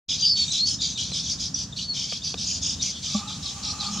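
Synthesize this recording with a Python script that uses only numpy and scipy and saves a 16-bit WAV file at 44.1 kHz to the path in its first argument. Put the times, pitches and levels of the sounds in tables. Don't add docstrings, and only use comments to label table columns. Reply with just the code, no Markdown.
import sys
import numpy as np
from scipy import signal
from scipy.fft import rfft, irfft, next_fast_len
from scipy.io import wavfile
from scipy.ndimage import map_coordinates

SR = 44100
rng = np.random.default_rng(int(sys.argv[2]) if len(sys.argv) > 2 else 0)


def pcm_store(signal):
    levels = np.round(np.clip(np.atleast_2d(signal), -1, 1) * 32767)
    wavfile.write(sys.argv[1], SR, levels.astype(np.int16).T)


N = 176400

# start and length in seconds, low and high voice levels in dB, high pitch in Hz.
RASPING_NOTES = [(0.077, 0.091, -31, -30, 5710), (0.175, 0.12, -31.5, -34, 5800),
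                 (0.353, 0.1, -31, -31, 5900), (0.44, 0.073, -60, -33.5, 6900),
                 (0.507, 0.099, -27, -28.5, 5704), (0.653, 0.095, -36, -27.5, 6120),
                 (0.8, 0.078, -32, -29, 5390), (0.873, 0.066, -42, -33.5, 5700),
                 (0.968, 0.076, -28.5, -30.5, 5380), (1.021, 0.094, -40.5, -36, 5360),
                 (1.123, 0.094, -35.5, -29, 5400), (1.222, 0.1, -38, -33.5, 5650),
                 (1.289, 0.049, -50, -27.5, 5660), (1.387, 0.086, -45, -28, 5600),
                 (1.541, .1, -41, -31.5, 5260), (1.757, 0.086, -32.5, -34, 5310),
                 (1.933, 0.14, -36.5, -30.5, 5470), (2.072, 0.11, -34.5, -34, 5136),
                 (2.228, 0.095, -37, -31.5, 5250), (2.373, 0.081, -40, -30.5, 5210),
                 (2.445, 0.14, -40.5, -28.5, 5750), (2.611, 0.13, -39.5, -29, 5680),
                 (2.805, 0.11, -36, -28.5, 5490), (2.913, 0.082, -43.5, -44.5, 5000),
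                 (3.019, 0.072, -34, -31.5, 5460), (3.082, 0.12, -35, -31.5, 5540),
                 (3.27, 0.096, -37.5, -39.5, 5260), (3.417, 0.11, -39, -36, 5450),
                 (3.624, 0.096, -36.5, -31.5, 4980), (3.797, 0.095, -37, -35.5, 4900),
                 (3.908, 0.085, -48.5, -32.5, 6140)]
# frequency in Hz, gain in dB.
RASP_EQ = [(1800, -34), (2400, -4), (2800, -7.5), (3200, -1.5), (6800, -1.5), (8000, -12.5), (10000, -24),
           (15500, -52.5)]
RUMBLE_EQ = [(18, -38.5), (76, 2.5), (115, -3), (157, 1.5), (275, -8), (336, -20), (700, -24), (1900, -29),
             (3000, -100)]
HISS_EQ = [(2000, -4.5), (3200, 7.5), (4500, 7.5), (6500, 12), (8000, 0), (12000, -19.5), (15500, -24)]
# frequency in Hz, side gain in dB.
BIRD_WIDTH = [(3500, -10.5), (6000, -5), (8000, -9)]
RUMBLE_WIDTH = [(25, -24), (100, -24.5), (250, -17.5), (500, -8)]
HISS_WIDTH = [(4000, -6), (9000, 0)]
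# time in seconds, level in dB.
HISS_FADER = [(1.4, -47.5), (1.7, -51), (2.3, -47.5), (4, -41)]
# time in seconds, pitch in Hz, level in dB.
WHISTLE_CURVES = [
    [(.17, 4710, -47), (.234, 4740, -20), (.29, 4660, -23), (.34, 4467, -23.5), (.404, 4500, -21.5),
     (.448, 4350, -27)],
    [(.59, 4106, -24), (.606, 4180, -21.5), (.65, 4410, -21), (.656, 4550, -24), (.666, 4593, -21.5),
     (.698, 4460, -24.5), (.708, 4270, -28)],
    [(1.85, 4550, -37), (1.872, 4480, -36.5), (1.906, 4420, -21.5), (1.916, 4290, -31.5),
     (1.935, 4350, -33)],
    [(2.075, 4490, -50), (2.113, 4450, -28), (2.122, 4400, -42)],
]
# start in seconds, pitch at mid-arch in Hz, level in dB.
SHARP_CHIPS = [(0.209, 6320, -25), (.377, 6340, -27), (0.521, 6400, -23.5), (.67, 6350, -26),
               (1.296, 5890, -25), (1.543, 6060, -20.5), (2.63, 6360, -23.5), (2.826, 6180, -22.5)]
# start and length in seconds, pitch in Hz, level in dB.
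LEAD_IN_PIPS = [(0.479, 0.014, 3780, -25.5), (0.503, 0.018, 4025, -24), (0.788, 0.018, 3740, -35.5),
                (0.951, 0.022, 3730, -32.5), (1.114, 0.036, 4030, -32), (1.38, 0.012, 3790, -41),
                (1.724, 0.014, 3690, -36), (2.219, 0.012, 3700, -36), (2.371, 0.024, 3780, -36.5),
                (2.793, 0.037, 3750, -34), (3.988, 0.025, 3716, -31)]
# start and length in seconds, middle pitch in Hz, level in dB,
# fall in octaves a second (negative rises).
SLURRED_CHIRPS = [(3.272, 0.023, 3850, -35, 11), (3.452, 0.02, 4250, -30.5, 21),
                  (3.786, .04, 4004, -30.5, 6), (3.802, 0.011, 4830, -26.5, 34),
                  (3.859, 0.0197, 4590, -29.5, -16.5)]
# start in seconds, level in dB.
CAMERA_CLICKS = [(1.118, -38), (2.123, -31.5), (2.342, -30)]
# frequency in Hz, gain in dB.
CRACK_EQ = [(500, 6), (7000, -5), (12000, -30)]
# frequency in Hz, gain in dB, seconds to fall 60 dB.
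CLICK_RING = [(476, 5, 0.025), (718.4, 2, 0.016), (1188, -13, 0.088), (2522, 2.5, 0.017),
              (3510, 13, 0.0075)]
THUMP_RING = [(207.5, 2.5, 0.13), (598, -9, 0.053), (796, -12.5, 0.058), (1155, -5, 0.063)]
# centre and width in Hz, gain in dB.
BARREL_RESONANCES = [(831, 39, 8), (1218, 80, 9.5), (2560, 190, -5), (7200, 130, 0), (8570, 230, -15.5),
                     (13900, 350, -35)]
# time in seconds, level in dB.
WHIR_FADER = [(3.07, -59), (3.18, -49), (3.27, -43), (3.47, -54), (3.68, -44.5), (3.86, -38.5), (4, -39.5)]
HUM_FADER = [(3.2, -46), (3.8, -56), (3.97, -30.5)]

CALL_WET_DB, CLEAR_WET_DB = -5, -12
OVERTONE_DB = -42


def amp(db):
    return 10 ** (np.asarray(db) / 20)


def unit(x):
    return x / np.sqrt(np.mean(x ** 2) + 1e-20)


def filtered(x, response):
    n = x.shape[-1]
    size = next_fast_len(n + 8192)
    return irfft(rfft(x, size) * response(np.fft.rfftfreq(size, 1 / SR)), size)[..., :n]


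def coloured(x, eq):
    knots_hz, db = np.transpose(eq)
    return filtered(x, lambda hz: amp(np.interp(np.log(hz + 1), np.log(knots_hz), db)))


def wobble(t, rate):
    return map_coordinates(rng.standard_normal(1024), [t * rate], mode="wrap")


def sine(hz):
    return np.sin(2 * np.pi * (np.cumsum(hz) / SR + rng.random()))


def add(track, start, x):
    i = max(round(start * SR), 0)
    track[..., i:i + x.shape[-1]] += x[..., :max(N - i, 0)]


def stereo(mid_side, width):
    mid, side = mid_side[0], coloured(mid_side[1], width)
    return np.array([mid + side, mid - side])


def syrinx(hz, overtone_db=OVERTONE_DB):
    return np.sqrt(2) * (sine(hz) + amp(overtone_db) * sine(2 * hz))


def warble(t, hz, swing_octaves, rate_hz, drift=.25, stray_octaves=.07, flutter_db=2.5):
    uneven_hz = rate_hz * np.exp(drift * wobble(t, rate_hz))
    phase = 2 * np.pi * (np.cumsum(uneven_hz) / SR + rng.random())
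    sweep = np.sin(phase + .5 * np.sin(phase))
    pitch = hz * 2 ** (swing_octaves * sweep + stray_octaves * wobble(t, rate_hz))
    throat = 1 / np.sqrt(1 + (pitch / 6760) ** 20)
    return unit(syrinx(pitch) * throat * amp(flutter_db * wobble(t, 190.3)))


def fronds(call, wet_db, near_t60_s=.15, grove_t60_s=.32, grove_db=-4):
    t = np.arange(SR // 4) / SR
    near = rng.standard_normal((2, len(t))) * amp(-60 * t / near_t60_s)
    far = rng.standard_normal((2, len(t))) * amp(-60 * t / grove_t60_s)
    echo = amp(wet_db) * (near / np.linalg.norm(near[0]) + amp(grove_db) * far / np.linalg.norm(far[0]))
    echo[0, 0] += 1
    return signal.fftconvolve(call[None], echo / np.linalg.norm(echo[0]), axes=1)


def chatter(low_hz=3518, scoop_octaves=.2, rasp_db=-8, beak_db=2.5, swell_db=2.5):
    out = np.zeros((2, N))
    t = np.arange(SR // 5) / SR
    attack_s, release_s = .02, .035
    for start, length, low_db, high_db, high_hz in RASPING_NOTES:
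        position = np.minimum(2 * t / length - 1, 1)
        scooped_hz = low_hz * 2 ** (scoop_octaves * position ** 2)
        low = amp(low_db) * warble(t, scooped_hz, swing_octaves=.1635, rate_hz=100)
        high = amp(high_db) * warble(t, high_hz, swing_octaves=.2545, rate_hz=90)
        rasp = unit(coloured(rng.standard_normal(len(t)), RASP_EQ) * amp(2.3 * wobble(t, 264)))
        note = low + high + amp(rasp_db) * np.hypot(amp(low_db), amp(high_db)) * rasp
        note = filtered(note, lambda hz: unit(amp(beak_db * wobble(hz, 1 / 450))))
        swell = amp(swell_db * (.3059 - position ** 2))
        attack = np.clip(t / attack_s, 0, 1)
        release = np.clip((length - t) / release_s + .5, 0, 1)
        envelope = swell * np.sin(np.pi / 2 * attack * release)
        add(out, start, fronds(note * envelope, CALL_WET_DB))
    return out


def outdoor_rumble(level_db=-40.5):
    t = np.arange(N) / SR
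    noise = unit(coloured(rng.standard_normal((2, N)), RUMBLE_EQ))
    return amp(level_db + wobble(t, 8.31)) * stereo(noise, RUMBLE_WIDTH)


def background_hiss():
    t = np.arange(N) / SR
    noise = unit(coloured(rng.standard_normal((2, N)), HISS_EQ))
    level_db = np.interp(t, *np.transpose(HISS_FADER)) + wobble(t, 8.5)
    return amp(level_db) * stereo(noise, HISS_WIDTH)


def whistles(pitch_waver=.007, waver_db=2.2):
    out = np.zeros((2, N))
    for curve in WHISTLE_CURVES:
        times, hz, db = np.transpose(curve)
        t = np.arange(times[0], times[-1], 1 / SR)
        tone = syrinx(np.interp(t, times, hz) * (1 + pitch_waver * wobble(t, 200)))
        level = amp(np.interp(t, times, db) + waver_db * wobble(t, 120))
        add(out, times[0], fronds(tone * level * signal.windows.tukey(len(t), .05), CLEAR_WET_DB))
    return out


def chirp(length, hz, arch_octaves=.08, fall_octaves_per_s=5, overtone_db=OVERTONE_DB):
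    t = np.arange(0, length, 1 / SR)
    position = 2 * t / length - 1
    scratch = .035 * wobble(t, 770)
    octaves = -arch_octaves * position ** 2 - fall_octaves_per_s * (t - length / 2) + scratch
    tone = syrinx(hz * 2 ** octaves, overtone_db)
    envelope = np.sqrt(1 - position ** 2) * amp(2.3 * wobble(t, 400))
    return fronds(tone * envelope, CALL_WET_DB)


def short_calls():
    out = np.zeros((2, N))
    for start, hz, db in SHARP_CHIPS:
        add(out, start, amp(db) * chirp(length=.0067, hz=hz, arch_octaves=.285))
    for start, length, hz, db in LEAD_IN_PIPS:
        add(out, start, amp(db) * chirp(length, hz, overtone_db=-17))
    for start, length, hz, db, fall in SLURRED_CHIRPS:
        add(out, start, amp(db) * chirp(length, hz, fall_octaves_per_s=fall))
    return out


def trill(start_s=.238, end_s=.345, level_db=-22):
    out = np.zeros((2, N))
    t = np.arange(0, end_s - start_s, 1 / SR)
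    buzz = warble(t, 4860, swing_octaves=.12, rate_hz=100, drift=.091, stray_octaves=.0095,
                  flutter_db=1.5)
    add(out, start_s, fronds(amp(level_db) * buzz * signal.windows.tukey(len(t), .3), CLEAR_WET_DB))
    return out


def body_ring(modes, rise_s):
    t = np.arange(SR // 4) / SR
    ring = sum(amp(db - 60 * t / t60) * np.sin(2 * np.pi * hz * (t + rng.random()))
               for hz, db, t60 in modes)
    return ring * np.clip(t / rise_s, 0, 1) ** 2


def camera_clicks(rise_s=.0005, crack_db=1, crack_t60_s=.023):
    out = np.zeros(N)
    t = np.arange(N) / SR
    envelope = amp(crack_db - 60 * t / crack_t60_s) * np.minimum(t / rise_s, 1)
    for start, db in CAMERA_CLICKS:
        crack = unit(coloured(rng.standard_normal(N), CRACK_EQ)) * envelope
        add(out, start, amp(db) * crack)
        add(out, start, amp(db) * body_ring(CLICK_RING, rise_s))
    return out


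def resonant_noise(peaks):
    def response(hz):
        return sum(amp(db) / (1 + np.abs(2 * (hz - centre) / width) ** 1.42)
                   for centre, width, db in peaks)
    return unit(filtered(rng.standard_normal(N), response))


def zoom_motor(speed_waver=.025, flutter_db=3, hum_hz=198.7, hum_width_hz=20):
    t = np.arange(N) / SR
    turning = np.cumsum(1 + speed_waver * wobble(t, 10))
    whir = map_coordinates(resonant_noise(BARREL_RESONANCES), [turning], mode="mirror")
    whir_db = np.interp(t, *np.transpose(WHIR_FADER), left=-120) + flutter_db * wobble(t, 45)
    hum = resonant_noise([(hum_hz, hum_width_hz, 0)])
    hum_db = np.interp(t, *np.transpose(HUM_FADER), left=-120)
    return amp(whir_db) * whir + amp(hum_db) * hum


def camera_thump(start_s=3.143, level_db=-13.5):
    out = np.zeros(N)
    add(out, start_s, amp(level_db) * body_ring(THUMP_RING, rise_s=.01))
    return out


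def scene():
    birds = stereo(chatter() + whistles() + short_calls() + trill(), BIRD_WIDTH)
    bed = outdoor_rumble() + background_hiss()
    return birds + bed + camera_clicks() + zoom_motor() + camera_thump()


def record(dry):
    silence_s, fade_s = .082, .01
    low_cut_hz, top_hz = 34, 15750
    fade_in = np.clip((np.arange(N) / SR - silence_s) / fade_s, 0, 1)
    return filtered(dry * fade_in, lambda hz: (hz < top_hz) * hz ** 2 / np.hypot(hz ** 2, low_cut_hz ** 2))


dry = scene()
out = record(dry)
pcm_store(out)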